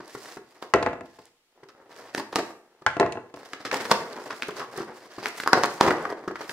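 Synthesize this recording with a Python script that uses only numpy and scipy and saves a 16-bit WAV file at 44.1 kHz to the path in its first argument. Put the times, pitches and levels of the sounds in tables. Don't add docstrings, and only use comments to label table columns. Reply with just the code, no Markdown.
import sys
import numpy as np
from scipy import signal
from scipy.fft import rfft, irfft
from scipy.io import wavfile
from scipy.ndimage import uniform_filter1d

SR = 44100
rng = np.random.default_rng(int(sys.argv[2]) if len(sys.argv) > 2 else 0)


def waveform_to_disk(signal):
    frames = np.transpose(np.atleast_2d(signal))
    scaled = np.clip(frames, -1, 1) * 32767
    samples = np.round(scaled).astype(np.int16)
    wavfile.write(sys.argv[1], SR, samples)


N = 287796
TIME = np.arange(N) / SR
FREQS = np.fft.rfftfreq(2048, 1 / SR)
SNAP_WINDOW_S, KNOCK_WINDOW_S = 0.008, 0.03

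# t/s, panel level/dB, panel pitch f/Hz, crack re panel/dB, rupture t60/s
SNAP_EVENTS = [(0.6246, -35, 930, -8.5, 0.013), (1.687, -50.5, 1210, -3.5, 0.064),
               (2.1479, -33, 1100, 2.5, 0.0095), (2.1776, -35.5, 950, 2, 0.036),
               (2.196, -32.5, 910, -9, 0.047), (2.3272, -34.5, 865, -7, 0.06),
               (2.3577, -24, 1110, -0.5, 0.0066), (2.361, -24.5, 900, -10.5, 0.033),
               (2.3862, -33, 920, -2, 0.022), (3.533, -33, 1370, -5.5, 0.015),
               (3.65, -31, 1170, -1.5, 0.11), (3.7128, -26.5, 1650, -13.5, 0.021),
               (3.7394, -27.5, 890, -19, 0.018), (3.8531, -34, 1310, -6, 0.033),
               (3.9131, -14, 1006, -6, 0.044), (4.1746, -36, 1000, -19, 0.025),
               (4.304, -30, 1100, -8.5, 0.077), (4.4223, -26, 2100, -11, 0.0051),
               (4.4302, -35, 1350, -3.5, 0.032), (4.595, -30.5, 1140, -9.5, 0.1),
               (4.615, -30, 1050, -17, 0.076), (5.2576, -23, 1700, -11, 0.0054),
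               (5.268, -40, 1500, 2, 0.013), (5.4, -31, 1360, -6, 0.012),
               (5.4352, -35.5, 1410, -3.5, 0.0068), (5.461, -26.5, 920, -17, 0.018),
               (5.475, -17.5, 1060, -16, 0.004), (5.531, -9, 1056, -11.5, 0.018),
               (5.535, -13.5, 1010, -28, 0.0057), (5.635, -22, 1000, -3.5, 0.0083),
               (5.6423, -21, 1000, -9, 0.0036), (5.719, -38, 1000, -22, 0.0088),
               (5.81, -10, 1008, -12, 0.0038), (5.8642, -25, 1090, -17, .006),
               (5.906, -22.5, 1450, -13.5, 0.016), (6.052, -25.5, 1180, -22, 0.015),
               (6.356, -32.5, 1480, -19, 0.022), (6.413, -36.5, 1260, -29, 0.018),
               (6.494, -33.5, 1690, -6.5, 0.022)]
# f/Hz, density/dB per Hz
CARD_COLOUR = [(59, -26.5), (110, -13.5), (190, -10), (260, -2.5), (420, 2.5), (600, 0.5), (950, 6.5),
               (1350, 2.5), (1850, -2), (2350, -13.5), (3700, -18.5), (4900, -16.5), (7000, -25.5),
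               (10000, -32), (15500, -38)]
# f/Hz, side re mid/dB
SIDE_WIDTH = [(100, -26.5), (350, -15.5), (1200, -9), (2400, 2), (5000, 2.5)]


def undb(db):
    return 10 ** (np.asarray(db) / 20)


def unit(x):
    return x / np.sqrt(np.mean(x ** 2))


def packed(x, window_s):
    return x * np.sqrt(window_s * SR / np.sum(x ** 2))


def read(table, hz, axis=1):
    table = np.array(table)
    return np.interp(np.log(hz + 1), np.log(table[:, 0]), table[:, axis])


def colour(x, spectrum):
    cepstrum = irfft(np.log(undb(read(spectrum, FREQS))))
    half = len(cepstrum) // 2
    cepstrum[1:half] *= 2
    cepstrum[half + 1:] = 0
    response = irfft(np.exp(rfft(cepstrum)))[:half]
    return signal.fftconvolve(x, response)[:len(x)]


def band(x, hz, kind="bandpass", order=3):
    sos = signal.butter(order, np.minimum(hz, SR / 2 - 1), kind, fs=SR, output="sos")
    return signal.sosfilt(sos, x)


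def add(track, s, sound):
    start = max(int(s * SR), 0)
    track[start:start + len(sound)] += sound[:N - start]


def walk(rate_hz):
    hold = max(int(SR / rate_hz), 1)
    levels = np.repeat(rng.standard_normal(N // hold + 1), hold)
    return unit(uniform_filter1d(levels, hold)[:N])


def grains(rate_hz, spread_db):
    hit = rng.random(N) < rate_hz / SR
    size = undb(spread_db * np.minimum(rng.exponential(size=N), 2 * np.pi))
    return hit * size * rng.choice([-1, 1], N)


def card(force, wall_hz=600, paper_hz=2400):
    sound = colour(force, CARD_COLOUR)
    wall = band(sound, wall_hz, "lowpass")
    panel = band(sound, [wall_hz, paper_hz], order=4)
    paper = band(sound, paper_hz, "highpass", order=4)
    return wall, panel, paper


def rubbing(catch_rate_hz=350, catch_db=3.5, fibre_rate_hz=3000, fibre_db=0.5, fibre_share=1.0,
            tick_rate_hz=45, tick_share=0.5, jerk_rate_hz=75, jerk_db=3.6,
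            sheen_hz=7000, sheen_drift_db=2.5, sheen_drift_hz=23):
    jerks = undb(jerk_db * walk(jerk_rate_hz))
    catches = unit(grains(catch_rate_hz, catch_db))
    fibres = unit(grains(fibre_rate_hz, fibre_db))
    ticks = unit(grains(tick_rate_hz, 2.5))
    ticks = unit(uniform_filter1d(ticks, size=60) * rng.standard_normal(N))
    wall, panel, _ = card(jerks * (catches + fibre_share * fibres))
    _, _, paper = card(jerks ** 0.75 * (fibres + tick_share * ticks))
    sheen = band(paper, sheen_hz, "highpass") * undb(sheen_drift_db * walk(sheen_drift_hz))
    parts = wall, panel, band(paper, sheen_hz, "lowpass"), sheen
    return sum(unit(part) * gain for part, gain in zip(parts, stroke_levels()))


def stroke_levels(boom_db=-1, hiss_db=-8.5, sheen_db=-14.5, boom_per_bright=0.28, sheen_per_bright=1.3,
                  release_s=0.01, release_per_swell=0.2, strain_db=-9.5, strain_s=0.0036, debris_s=0.016):
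    # start t/s, length/s, panel level/dB,
    # brightness/dB (plus skims the paper, minus presses the wall), time to full speed/s
    strokes = [(0, 0.079, -52.5, 1.5, 0.0064), (.08, 0.27, -50.5, 7.5, 0.032), (.4, 0.3, -62.5, 3.5, 0.085),
               (1.02, 0.26, -66.5, 9, 0.045), (1.5, .36, -60, -10, 0.22), (1.885, 0.33, -48.5, 0.5, 0.033),
               (2.379, 0.019, -26.5, -7.5, 0.005), (2.41, 0.11, -51.5, 0, .015),
               (2.56, .77, -66.5, -4, 0.072), (3.35, .5, -52, 2.5, 0.021), (3.713, 0.11, -30, 0.5, 0.019),
               (3.82, .13, -37, 0.5, .02), (3.93, 0.41, -43, -1, .03), (4.3, 0.34, -51, 4, 0.019),
               (4.47, 0.41, -53, -1, 0.051), (4.554, 0.047, -40, 4, 0.024), (4.689, .11, -41, 2, .11),
               (4.868, 0.048, -40, -9.5, 0.0072), (4.92, 0.36, -53, 2.5, 0.023),
               (5.088, 0.24, -49.5, 6, 0.033), (5.221, 0.024, -35, 4.5, 0.012), (5.32, 0.1, -43, 6, 0.063),
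               (5.535, 0.077, -30.5, -4.5, 0.0088), (5.63, 0.18, -49.5, 5, 0.018),
               (5.809, 0.079, -24.5, -5.5, 0.022), (5.899, 0.23, -37, -7.5, 0.026),
               (6.13, 0.19, -49, -6, .02), (6.344, 0.28, -45.5, 2.5, 0.016)]
    power = np.zeros((4, N))
    for start, length, db, bright_db, swell_s in strokes:
        t = np.maximum(TIME - start, 0)
        fall_s = release_s + release_per_swell * swell_s
        grip = np.minimum(t / swell_s, 1) * np.exp(-np.maximum(t - length, 0) / fall_s)
        tone_db = [boom_db - boom_per_bright * bright_db, 0,
                   hiss_db + bright_db, sheen_db + sheen_per_bright * bright_db]
        power += np.outer(undb(tone_db), grip * undb(db)) ** 2
    for s, db, _, crack_db, _ in SNAP_EVENTS:
        strain = np.exp(np.minimum((TIME - s) / strain_s, (s - TIME) / debris_s))
        tone_db = [0, crack_db, crack_db + sheen_db - hiss_db]
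        power[1:] += np.outer(undb(tone_db), strain * undb(db + strain_db)) ** 2
    return np.sqrt(power)


def snaps(panel_q=2.16, panel_top_ratio=1.456, followers=0.99, fibre_rate_hz=7000, rise_s=0.0007,
          crack_top_hz=10000, thump_db=4, thump_per_crack=0.91, thump_db_per_octave=-9, panel_hz=1000):
    track, t = np.zeros(N), TIME[:SR // 10]
    for s, db, hz, paper_db, rupture_s in SNAP_EVENTS:
        wall_db = thump_db + thump_per_crack * paper_db + thump_db_per_octave * np.log2(hz / panel_hz)
        fibres = rng.standard_normal(len(t)) * (rng.random(len(t)) < fibre_rate_hz / SR)
        tearing = fibres * (1 - np.exp(-t / rise_s)) * undb(-60 * t / rupture_s)
        impulse = np.arange(len(t)) == int(rise_s * SR)
        force = followers * tearing + impulse
        wall, _, paper = card(force)
        paper = band(paper, crack_top_hz, "lowpass", order=1)
        panel = signal.lfilter(*signal.iirpeak(hz, panel_q, fs=SR), force)
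        panel = band(panel, panel_top_ratio * hz, "lowpass", order=4)
        parts = (panel, 0), (wall, wall_db), (paper, paper_db)
        add(track, s, sum(packed(part, SNAP_WINDOW_S) * undb(db + part_db) for part, part_db in parts))
    return track


def tape_ticks(lo_hz=3800, hi_hz=11000, rise_s=0.00054, t60_s=0.0052):
    tick_events = [(0.08, -54), (0.281, -58), (1.255, -56), (4.483, -49), (4.7763, -46), (5.475, -35),
                   (6.0265, -53)]
    track, t = np.zeros(N), TIME[:SR // 10]
    for s, db in tick_events:
        flick = rng.standard_normal(len(t)) * (1 - np.exp(-t / rise_s)) * undb(-60 * t / t60_s)
        add(track, s, undb(db) * packed(band(flick, [lo_hz, hi_hz], order=2), SNAP_WINDOW_S))
    return track


def bumps(wall_hz=380, push_s=0.00073, wall_t60_s=0.039, scuff_db=-2, scuff_rise_s=0.0051, scuff_hz=600,
          flex_db=-11, flex_hz=200):
    bump_events = [(0.001, -39.5), (0.1485, -35), (0.3686, -37.5), (1.631, -47), (2.819, -47),
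                   (4.485, -30.5), (4.777, -32.5), (4.803, -32.5), (5.181, -34), (5.863, -33), (5.876, -20),
                   (6.2765, -27), (6.493, -40)]
    track, t = np.zeros(N), TIME[:SR // 5]
    fade = undb(-60 * t / wall_t60_s)
    swing = (1 - np.exp(-t / push_s)) * fade
    for s, db in bump_events:
        boom = np.sin(2 * np.pi * wall_hz * rng.uniform(0.92, 1.08) * t) * swing
        flex = band(rng.standard_normal(len(t)) * swing, [flex_hz / 2, flex_hz], order=2)
        drag = rng.standard_normal(len(t)) * (1 - np.exp(-t / scuff_rise_s)) * fade
        scuff = band(colour(drag, CARD_COLOUR), scuff_hz, "highpass", order=2)
        parts = (boom, 0), (flex, flex_db), (scuff, scuff_db)
        add(track, s, sum(packed(part, SNAP_WINDOW_S) * undb(db + part_db) for part, part_db in parts))
    return track


def knocks(node_fill=0.98, shudder_db=-19, shudder_hz=150, dense_db=-10, dense_t60_s=0.23,
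           click_t60_s=0.031, click_gain_db=6, rattle_db=-6.98, rattle_t60_s=0.061, rattle_top_hz=2800,
           ring_db=-1, ring_t60_400hz_s=0.1, damping=0.68, contact_q=0.63, lowest_hz=100):
    # t/s, level/dB, contact hardness f/Hz, click/dB before click_gain_db
    knock_events = [(0.7374, -16.5, 1170, -20.5), (0.7475, -19, 494, -30), (0.76, -27.5, 560, -22),
                    (0.8155, -32, 280, -41), (0.8269, -27, 950, -13.5), (0.8623, -23.5, 1090, -22),
                    (0.8705, -26.5, 500, -37), (0.931, -34.5, 695, -22.5), (1.009, -37, 500, -24),
                    (1.1867, -47.5, 441, -31), (2.8642, -23.5, 1420, -9), (2.968, -29.5, 750, -26),
                    (2.9984, -18.5, 630, -20), (3.0084, -21, 620, -25), (3.017, -23, 646, -33),
                    (3.028, -24.5, 1000, -29), (3.062, -31, 920, -24), (3.123, -50, 900, 5),
                    (3.155, -38, 694, -35), (3.172, -34.5, 690, -40), (3.34, -41, 570, -16)]
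    # f/Hz, level/dB
    table_modes = [(135, -17), (255, -6.5), (339, -5), (382, -4), (486, -4), (632, -5.5), (686, -3.5),
                   (855, -4), (1055, -3), (1365, -4), (1690, -5.5), (1950, -4), (2650, -5.5)]
    # f/Hz, density/dB per Hz
    click_colour = [(900, -48), (2200, 1), (3200, -6.5), (5000, -9.5), (7000, -13), (10000, -24),
                    (15000, -41)]
    track, t = np.zeros(N), TIME[:SR // 2]
    hz, mode_db = np.transpose(table_modes)
    t60_s = ring_t60_400hz_s * (400 / hz) ** damping

    def burst(level_db, decay_t60_s):
        return rng.standard_normal(len(t)) * undb(level_db - 60 * t / decay_t60_s)

    for s, db, hard_hz, click_db in knock_events:
        shape = np.sin(np.pi * rng.random(len(hz))) ** 2 + node_fill
        focus = contact_q * hard_hz / 700
        contact = 1 / np.sqrt(1 + (focus * (hz / hard_hz - hard_hz / hz)) ** 2)
        loaded_hz = hz * (1 + 0.007 * rng.standard_normal(len(hz)))
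        rings = np.sin(2 * np.pi * loaded_hz[:, None] * t) * undb(-60 * t / t60_s[:, None])
        ring = (rng.choice([-1, 1], len(hz)) * undb(mode_db) * shape * contact) @ rings
        ring = band(ring, lowest_hz, "highpass")
        thud = band(burst(0, dense_t60_s), [hard_hz * 0.41, hard_hz * 1.79])
        click = colour(burst(0, click_t60_s), click_colour)
        rattle = colour(burst(rattle_db, rattle_t60_s), click_colour)
        click = click + band(rattle, rattle_top_hz, "lowpass")
        shudder = band(burst(0, dense_t60_s), [shudder_hz / 2, shudder_hz], order=2)
        parts = (ring, ring_db), (thud, dense_db), (shudder, shudder_db)
        body = sum(packed(part, KNOCK_WINDOW_S) * undb(part_db) for part, part_db in parts)
        body = body + knife_ring(t, hard_hz)
        click = undb(click_db + click_gain_db) * packed(click, SNAP_WINDOW_S)
        add(track, s, undb(db) * (body + click))
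    return track


def knife_ring(t, hard_hz, level_db=7, t60_s=0.087, contact_hz=1407, steepness=11):
    knife_modes = [(856, -3.5), (1400, -4), (1534, 1.5), (1650, -1.5)]
    ring = sum(undb(db) * np.sin(2 * np.pi * hz * t) for hz, db in knife_modes)
    ring = packed(ring * undb(-60 * t / t60_s), KNOCK_WINDOW_S)
    return ring / (1 + (contact_hz / hard_hz) ** steepness) * undb(level_db)


def microphones(x, lag_s, scatter_db=-4, scatter_rate_hz=700, scatter_hz=2200, steady_hz=4500):
    # f/Hz, left re right/dB
    ports = [(100, 1), (1300, 1), (2400, 1.5), (4500, -7), (14000, -2.5)]
    side = band(x * walk(scatter_rate_hz), scatter_hz, "highpass", order=2) * undb(scatter_db)
    hz = np.fft.rfftfreq(N, 1 / SR)
    phase = np.pi * lag_s * steady_hz * np.tanh(hz / steady_hz)
    left = undb(read(ports, hz) / 2) * np.exp(-1j * phase)
    return np.array([irfft(rfft(x + side) * left, N), irfft(rfft(x - side) / left, N)])


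def room(x, gap_s=0.00028, build_s=0.0038):
    # f/Hz, t60/s, reverberation re input/dB
    room_bands = [(120, 0.5, -7), (344, 0.46, -1.5), (1000, 0.49, -7), (2160, 0.44, -8), (4830, 0.34, -9),
                  (12600, 0.65, -12)]
    t = TIME[:SR]
    onset = 1 - np.exp(-np.maximum(t - gap_s, 0) / build_s)
    edges_hz = np.geomspace(40, 16000, 15)
    response = np.zeros((2, SR))
    for lo, hi in zip(edges_hz, edges_hz[1:]):
        hz = np.sqrt(lo * hi)
        fade = onset * undb(-60 * t / read(room_bands, hz))
        mid, side = (packed(band(rng.standard_normal(SR), [lo, hi]) * fade, 2 * (hi - lo) / SR ** 2)
                     for _ in range(2))
        side = undb(read(SIDE_WIDTH, hz)) * np.array([side, -side])
        response += undb(read(room_bands, hz, axis=2)) * (mid + side)
    return signal.fftconvolve(x[None], response, axes=1)[:, :N]


def air(level_db=-72.5):
    air_colour = [(30, -5), (100, -16), (330, -3), (900, -7), (3000, -9), (15000, -22.5)]
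    mid, side = (unit(colour(rng.standard_normal(N), air_colour)) for _ in range(2))
    side = colour(side, SIDE_WIDTH)
    return undb(level_db) * (mid + np.array([side, -side]))


def scene(rub_room_db=-1, snap_room_db=0, knock_room_db=-3):
    rub = rubbing()
    snap = snaps() + bumps() + tape_ticks()
    knock = knocks()
    box = undb(rub_room_db) * rub + undb(snap_room_db) * snap
    turn = np.pi / 2 * walk(2)
    wet = room(box * np.cos(turn)) + room(box * np.sin(turn)) + room(undb(knock_room_db) * knock)
    direct = microphones(rub + snap, lag_s=4.5e-5) + microphones(knock, lag_s=-9.1e-5)
    return direct + wet + air()


def record(dry, top_hz=15600):
    sos = signal.ellip(8, 0.2, 70, top_hz, fs=SR, output="sos")
    return signal.sosfilt(sos, np.clip(dry, -1, 1))


dry = scene()
out = record(dry)
waveform_to_disk(out)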